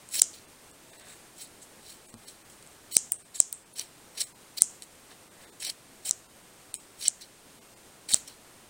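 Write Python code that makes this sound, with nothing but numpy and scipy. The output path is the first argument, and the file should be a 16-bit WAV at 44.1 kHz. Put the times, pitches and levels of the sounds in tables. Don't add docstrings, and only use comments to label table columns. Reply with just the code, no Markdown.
import sys
import numpy as np
from scipy import signal
from scipy.fft import rfft, irfft
from scipy.io import wavfile
from scipy.ndimage import uniform_filter1d

SR = 44100
rng = np.random.default_rng(int(sys.argv[2]) if len(sys.argv) > 2 else 0)


def transcribe(signal):
    frames = np.atleast_2d(signal).T
    limited = np.clip(frames, -1, 1)
    pcm = np.round(limited * 32767).astype(np.int16)
    wavfile.write(sys.argv[1], SR, pcm)


def field_ratio(decibels):
    return 10 ** (np.asarray(decibels, dtype=float) / 20)


N = 383229
T = np.arange(N) / SR


def unit(x):
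    return x / np.sqrt(np.mean(x ** 2))


def ring(x, hz, width_hz):
    return signal.lfilter(*signal.iirpeak(min(hz, .45 * SR), hz / width_hz, fs=SR), x)


def steep(x, hz, width_hz):
    return ring(ring(x, hz, width_hz), hz, width_hz)


def add(out, start_s, sound):
    i = int(start_s * SR)
    out[i:i + len(sound)] += sound[:N - i]


def walk(rate_hz):
    hold = int(SR / rate_hz)
    steps = np.repeat(rng.standard_normal(N // hold + 1), hold)
    return unit(uniform_filter1d(steps, hold)[:N])


def swell(start_s, end_s, rise_db_per_s, fall_db_per_s, hold_db_per_s=0):
    climb_db = rise_db_per_s * (T - start_s)
    drop_db = fall_db_per_s * (end_s - T)
    lean_db = hold_db_per_s * (np.clip(T, start_s, end_s) - (start_s + end_s) / 2)
    return field_ratio(np.maximum(np.minimum(np.minimum(climb_db, drop_db), 0) + lean_db, -120))


def touch(peak_s, rise_s, fall_s):
    range_db = 20.5
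    return swell(peak_s, peak_s, range_db / rise_s, range_db / fall_s)


def fibres(per_s=9000, scatter_db=3.5, most_db=14):
    chance = rng.random((3, N))
    size_db = np.minimum(-scatter_db * np.log(chance[2] + 1e-9), most_db)
    return (chance[0] < per_s / SR) * np.sign(chance[1] - .5) * field_ratio(size_db)


# start_s, length_s, low_ring_db, high_minus_low_db, top_minus_low_db
CLOSING_STROKES = [(.142, .056, -33.5, 2, -3.5), (2.915, .043, -39, 3, -3.5), (3.346, .024, -44, 1, -13),
                   (3.378, .022, -51, 7.5, -10), (3.759, .02, -45, 0, -13), (3.785, 0.029, -38.5, -2, -11),
                   (4.175, 0.014, -37, 0, -16), (4.195, .012, -38, 0, -12), (4.207, .013, -32, 1, -13),
                   (4.574, .013, -36.5, 0, -3), (4.606, .011, -42, 2.5, -12), (5.604, .022, -42, 3, -14),
                   (5.626, .074, -34, -3, -16), (6.054, .04, -38, 3, -6), (7.015, .03, -40.5, 3, -14),
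                   (7.054, .025, -29.5, -9, -18), (8.09, 0.054, -36, 3, -9)]


def stroke_gains():
    gains = np.zeros((3, N))
    for start_s, length_s, low_db, high_db, top_db in CLOSING_STROKES:
        shape = swell(start_s, start_s + length_s, 3300, 1900, 40)
        gains += shape * field_ratio([[low_db], [low_db + high_db], [low_db + top_db]])
    return gains


# peak_s, rise_s, fall_s, low_ring_db, high_minus_low_db
LIGHT_BRUSHES = [(.135, 0.044, 0.027, -42, 5.5), (.34, .012, .08, -47, -3), (.915, .05, 0.046, -65, 11),
                 (.985, 0.036, 0.069, -56.5, 2), (1.1, 0.071, .12, -56, 7), (1.415, 0.051, 0.055, -43, 4),
                 (1.63, .03, .03, -56.5, 8.5), (1.905, 0.094, 0.081, -47, 1.5),
                 (2.075, .03, 0.054, -62, 12), (2.284, 0.055, 0.082, -49, 2.5), (2.5, .015, .1, -57.5, 5),
                 (3.82, .02, .06, -45, 0.5), (4.165, 0.046, .02, -51.5, 0), (4.228, .01, 0.068, -43.5, 4),
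                 (4.825, .005, .04, -50, 7), (5.705, .01, .04, -48, 2), (5.112, .025, .04, -54, 2),
                 (5.43, 0.067, .08, -59, 5.5), (7.01, .04, .02, -46, 3), (6.04, .07, .02, -62, 1),
                 (6.748, .005, .04, -45.5, 7), (7.212, .008, 0.056, -43.5, -4), (8.155, .01, 0.061, -43, 6),
                 (8.278, 0.011, 0.057, -43, -5.5)]


def brush_gains():
    gains = np.zeros((3, N))
    for peak_s, rise_s, fall_s, low_db, high_db in LIGHT_BRUSHES:
        levels_db = [[low_db], [low_db + high_db], [low_db + high_db / 2 - 10]]
        gains += touch(peak_s, rise_s, fall_s) * field_ratio(levels_db)
    return gains


# pitch_hz, width_hz, level_db
LOW_MODES = [(2600, 550, -3), (3157, 310, -0.5), (4200, 740, 7.5), (5540, 390, 2), (6000, 1100, -1.5)]
# pitch_hz, width_hz, level_db
HIGH_MODES = [(6880, 260, -3), (7980, 1160, 9), (9990, 680, 1), (10550, 900, -19)]
# pitch_hz, width_hz, level_db
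TOP_MODES = [(13400, 600, -5.5), (15200, 490, 17.5)]


def shearing(strokes, patchy_db=2.2, shared_db=1.3):
    out = np.zeros(N)
    snaps = fibres()
    bite = field_ratio(shared_db * walk(180))
    for gain, modes in zip(strokes + brush_gains(), (LOW_MODES, HIGH_MODES, TOP_MODES)):
        group = np.zeros(N)
        for hz, width_hz, db in modes:
            group += field_ratio(db + patchy_db * walk(90)) * unit(steep(snaps, hz, 1.9 * width_hz))
        out += gain * unit(group * bite)
    return out * field_ratio(-0.5)


# peak_s, level_db, centre_hz, length_ms
STRANDS = [(0.197, -21, 5600, 3.5), (2.954, -25, 5100, 1.2), (2.9545, -28, 8300, 1.5),
           (2.965, -24.5, 5700, 2.2), (3.361, -34.5, 7400, 6.8), (3.796, -23.5, 5700, 1.3),
           (4.217, -22, 8000, 2.5), (4.584, -27, 4600, 3.1), (5.699, -25, 5200, 1.3),
           (.3325, -42, 6000, .5), (6.0942, -21, 7500, 1.9), (6.057, -33, 7800, 5.),
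           (6.093, -37, 13000, 2.), (7.074, -40, 2200, 5.), (3.74, -43, 9700, 5.5), (8.119, -27, 8300, 3.2),
           (8.138, -17, 4160, 3.9), (8.1385, -15, 8600, 1.3), (0.22, -5, 9570, 0.37),
           (3.5287, -29, 8200, 1.6), (5.65, -29, 8000, 2.3), (5.672, -29, 10000, 3.8),
           (.2168, -17, 7500, 0.66), (.197, -25, 9500, 4)]


def crunches():
    out, t = np.zeros(N), np.arange(-600, 400) / SR
    for peak_s, db, hz, length_ms in STRANDS:
        shape = np.exp(-np.abs(t) * 1000 / length_ms / np.where(t < 0, 1, .45))
        noise = rng.standard_normal(len(t))
        burst = shape * (steep(noise, hz, .22 * hz) + .25 * steep(noise, 6500, 7996))
        level = np.sqrt(np.sum(shape ** 2) / np.sum(burst ** 2))
        add(out, peak_s + t[0], field_ratio(db) * burst * level)
    return out


# pitch_hz, width_hz, level_db
YARN_MODES = [(650, 500, -6), (1750, 500, -11), (3500, 500, -10)]
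# peak_s, rise_s, fall_s, level_db
FINGER_SWISHES = [(.93, .1, .1, -58), (1.03, .06, 0.092, -53.5), (1.11, .1, .15, -53.5),
                  (5.116, .026, .03, -50), (5.46, .14, .05, -53.5), (8.145, 0.047, 0.035, -41.5)]


def swish(strokes):
    gain = field_ratio(-21) * strokes[0]
    for peak_s, rise_s, fall_s, db in FINGER_SWISHES:
        gain = gain + field_ratio(db) * touch(peak_s, rise_s, fall_s)
    grains = fibres(per_s=6000)
    rub = unit(steep(grains, 1500, 2800))
    for hz, width_hz, db in YARN_MODES:
        rub = rub + field_ratio(db + 4 * walk(70)) * unit(steep(grains, hz, width_hz))
    return gain * unit(rub * field_ratio(1.8 * walk(120)))


def knocks(table, lift_db, contact_ms, main_width_hz, rough):
    out, t = np.zeros(N), np.arange(500) / SR
    jolt = np.exp(-t / 0.00019) - 0.095 * np.exp(-t / 0.0012)
    thud = uniform_filter1d(jolt, size=9, mode="constant")
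    for start_s, db, hz, low_db, top_db, thud_db in table:
        blow = rough * np.exp(-t * 1000 / contact_ms) * rng.standard_normal(len(t))
        blow[0] = 1
        main = steep(blow, hz, main_width_hz)
        main += 0.32 * steep(blow, 0.844 * hz, 1500) + 0.045 * steep(blow, 1.154 * hz, 1200)
        low = sum(field_ratio(d) * steep(blow, f, 2.25 * w) for f, w, d in LOW_MODES)
        top = steep(blow, 17595, 2600) + .4 * steep(blow, 16000, 2600)
        for part, part_db in ((main, 0), (low, low_db), (top, top_db), (thud, thud_db)):
            add(out, start_s + .0002, field_ratio(db + lift_db + part_db) * part / np.abs(part).max())
    return out


# start_s, peak_db, main_hz, low_minus_main_db, top_minus_main_db
HANDLE_CLACKS = [
    (0.2185, 0, 7370, -17.5, -43.5),
    (2.9674, 1, 7710, -17, -29),
    (3.4019, -2, 7710, -20.5, -20),
    (4.62, 0, 8360, -24, -40),
    (6.11, -11, 7300, -12, -40),
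    (7.0815, -9, 7900, -18, -32),
    (8.1433, -5.5, 7700, -32, -36),
]


def clacks():
    table = [(*row, -21.5 + 1.5 * row[1]) for row in HANDLE_CLACKS]
    return knocks(table, lift_db=7.5, contact_ms=0.46, main_width_hz=1500, rough=0.43)


# start_s, peak_db, main_hz, low_minus_main_db, top_minus_main_db
PIVOT_CLICKS = [
    (3.1202, -10.5, 8700, -17.5, 5),
    (3.5273, -18, 8250, -9, 1),
    (6.7413, -17.5, 8300, -11, -12),
]


def pivot_clicks():
    table = [(*row, -41) for row in PIVOT_CLICKS]
    return knocks(table, lift_db=2.5, contact_ms=0.63, main_width_hz=1630, rough=0.31)


# start_s, peak_db, low_minus_main_db, thud_minus_main_db
SMALL_TICKS = [(0.0892, -32.5, -13, -32.5), (0.3328, -46, 3, -22), (0.7133, -36, -14, -18),
               (0.998, -38, -13, -22), (1.0258, -40, -15, -16), (1.4333, -36, -2, -18),
               (1.6282, -46, -15, -20), (1.97, -45, -12, -20), (2.1409, -37.5, 0, 1.5),
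               (2.1594, -59, -10, 3.5), (2.1817, -47, -9, 0), (2.3094, -44, -13, -12),
               (2.5007, -40.5, -18, -21), (2.6263, -38.5, -3, -18), (2.6653, -41, -3, -18),
               (2.6738, -38, -16, -22), (2.7144, -49, -18.5, -23), (3.796, -21.5, -17, -16),
               (4.8221, -28, 0, -30), (4.831, -36, -5, -22), (4.9532, -46, -14, -11.5),
               (5.1222, -41, -2, -5), (5.9345, -48, -2, -20), (5.957, -49, -3, -20),
               (6.0357, -47, -20.5, -21), (6.0762, -24, -8, -18), (7.2104, -46, -8.5, -15),
               (8.277, -39.5, -6, -23)]


def ticks():
    table = [(s, db, 7990, low_db, -23, thud_db) for s, db, low_db, thud_db in SMALL_TICKS]
    return knocks(table, lift_db=3, contact_ms=0.14, main_width_hz=1700, rough=0.14)


# start_s, level_db, pitch_hz, t60_s
TABLE_BUMPS = [(2.14, -40.5, 230, 0.13), (2.145, -47.5, 101, 0.18), (8.135, -36, 233, 0.049),
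               (8.137, -45, 70, .08), (8.14, -40, 480, .03), (0.25, -50.5, 240, 0.031),
               (7.082, -39, 700, .03), (4.62, -38.5, 1300, 0.016), (4.62, -32, 700, .02),
               (3.402, -39, 600, .025), (6.11, -40.5, 1370, 0.017), (2.967, -36, 1400, 0.014)]


def bumps():
    out, t = np.zeros(N), np.arange(9000) / SR
    for start_s, db, hz, t60_s in TABLE_BUMPS:
        rough = 1 + .5 * unit(uniform_filter1d(rng.standard_normal(len(t)), size=150))
        decay = np.exp(-np.log(1000) * t / t60_s)
        add(out, start_s, field_ratio(db) * rough * np.sin(2 * np.pi * hz * t) * decay)
    return out


def radiated(table, lift_db, shift, width_hz):
    out = np.zeros(N)
    for start_s, db, hz, *_ in table:
        hump = steep(signal.unit_impulse(300), shift * hz, width_hz)
        add(out, start_s + .0004, field_ratio(db + lift_db) * hump / np.abs(hump).max())
    return out


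# delay_ms, level_db
WALL_ECHOES = [(6.4, -27), (10., -28), (11.5, -35), (13.7, -21.5), (19.3, -34.5), (21.5, -24.5),
               (26.2, -33), (36., -52)]
# pitch_hz, level_db, t60_s
ROOM_TAIL = [(690, -49, 0.1), (1500, -42.5, 0.49), (3000, -41, .25), (4750, -44, 0.12), (6000, -47.5, 0.39),
             (7520, -40.5, 0.37), (9000, -47, .27), (11010, -68.5, 0.15), (14000, -48, 0.22)]


def room(x, onset_s=0.0062):
    t = np.arange(int(.5 * SR)) / SR
    taps = np.zeros(len(t))
    for delay_ms, db in WALL_ECHOES:
        taps[int(delay_ms * SR / 1000)] = field_ratio(db)
    rough_wall = np.exp(-t[:200] / .001) * rng.standard_normal(200)
    echoes = np.convolve(taps, rough_wall / np.linalg.norm(rough_wall))[:len(t)]
    response = steep(echoes, 7350, 6000)
    onset = 1 - np.exp(-(t / onset_s) ** 2)
    for hz, db, t60_s in ROOM_TAIL:
        band = unit(steep(rng.standard_normal(len(t)), hz, .3 * hz + 600))
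        response += field_ratio(db - 15.5) * band * np.exp(-np.log(1000) * t / t60_s) * onset
    return signal.fftconvolve(x, response)[:N]


# pitch_hz, level_db (per Hz)
HISS_SPECTRUM = [(30, -8), (75, -7), (100, -4), (330, -2.5), (1500, -10), (5420, -15), (8480, -13),
                 (16200, -22.5)]
# time_s, level_db
FLOOR_SAG = [(0, 0), (2.95, 0), (3.2, -2.5), (3.65, -2.5), (3.95, 0), (6.1, -.5), (6.3, -1), (6.6, .5),
             (7.2, -1.5), (7.5, 0), (8.69, 0)]


def hiss(level_db=-54, flicker_db=.45):
    hz, db = np.transpose(HISS_SPECTRUM)
    f = np.fft.rfftfreq(N, 1 / SR) + 1e-3
    colour = field_ratio(np.interp(np.log(f), np.log(hz), db))
    noise = unit(irfft(rfft(rng.standard_normal(N)) * colour, N))
    sag_db = np.interp(T, *np.transpose(FLOOR_SAG))
    return (noise + 0.66 * steep(noise, 8550, 790)) * field_ratio(level_db + sag_db + flicker_db * walk(20))


def scene():
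    strokes = stroke_gains()
    near = shearing(strokes) + swish(strokes) + crunches() + ticks()
    to_walls = radiated(HANDLE_CLACKS, 8.3, 0.91, 5000) + radiated(PIVOT_CLICKS, 9.4, 1.007, 1800)
    walls = room(to_walls + field_ratio(-5) * near)
    return (clacks() + pivot_clicks() + near + walls + bumps() + hiss())[None]


TOP_HZ = 15850
# centre_s, from_hz
THIN_FRAMES = [(.467, 3000), (.723, 1500), (.916, 1000), (.98, 1000), (1.032, 4000), (2.075, 300),
               (2.114, 1000), (2.16, 1500), (2.261, 1000), (2.438, 2500), (2.902, 9000), (2.933, 200),
               (3.177, 800), (3.239, 300), (3.647, 3000), (3.741, 1000), (4.255, 800), (4.339, 1000),
               (5.676, 6000), (5.299, 1500), (5.46, 2000), (5.512, 300), (6.042, 11500), (6.28, 1500),
               (6.73, 2000), (6.765, 300), (6.785, 1500), (7.602, 300), (7.753, 1000), (8.081, 10500)]
# lag_s, from_hz, to_hz, weakest_blow_db
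BLOW_THINNING = [(-.011, 300, 3000, -11), (-.011, 11000, 15500, -30), (.013, 10500, 16000, -30)]


def thin(x, size=1880, mask_hz=2500):
    f, t, lines = signal.stft(x, SR, "cosine", size)
    around = uniform_filter1d(np.abs(lines), int(2 * mask_hz / f[1]), axis=0)
    band = (f / 300).astype(int)
    cut_db = -3 + 4 * rng.standard_normal((80, len(t)))[band]
    knock_rows = list(HANDLE_CLACKS) + list(PIVOT_CLICKS)
    blows_s = np.array([row[0] for row in knock_rows])
    at_blow = np.abs(t[:, None] - blows_s).min(1) < size / SR / 2
    cut_db[:, at_blow] = -99
    keep = (f[:, None] < 11200) | (np.abs(lines) > around * field_ratio(cut_db))
    y = signal.istft(lines * keep, SR, "cosine", size)[1][:N]

    frames = [(s, from_hz, TOP_HZ, 4.5) for s, from_hz in THIN_FRAMES]
    for s, db, *_ in knock_rows:
        for lag_s, from_hz, to_hz, weakest_db in BLOW_THINNING:
            if db > weakest_db:
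                frames.append((s + lag_s, from_hz, to_hz, 8))
    for s, from_hz, to_hz, over_mean_db in frames:
        half = int(min(size / 2, np.abs(s - blows_s).min() * SR))
        window = np.sin(np.pi * np.arange(2 * half) / (2 * half))
        f = np.fft.rfftfreq(2 * half, 1 / SR)
        frame = slice(int(s * SR) - half, int(s * SR) + half)
        lines = rfft(y[frame] * window)
        mean = uniform_filter1d(np.abs(lines), int(mask_hz / f[1]))
        weak = np.abs(lines) < field_ratio(over_mean_db) * mean
        y[frame] -= window * irfft(lines * weak * (f > from_hz) * (f < to_hz), 2 * half)
    return y


def roll_off(x):
    return signal.sosfilt(signal.butter(12, 16300, fs=SR, output="sos"), x)


def record(dry):
    top_cut = signal.ellip(8, .3, 45, TOP_HZ, fs=SR, output="sos")
    phone = thin(signal.sosfiltfilt(top_cut, np.clip(dry[0], -1, 1)))
    mix = np.clip(phone, -1, 1)[None]
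    return roll_off(mix)


dry = scene()
out = record(dry)
transcribe(out)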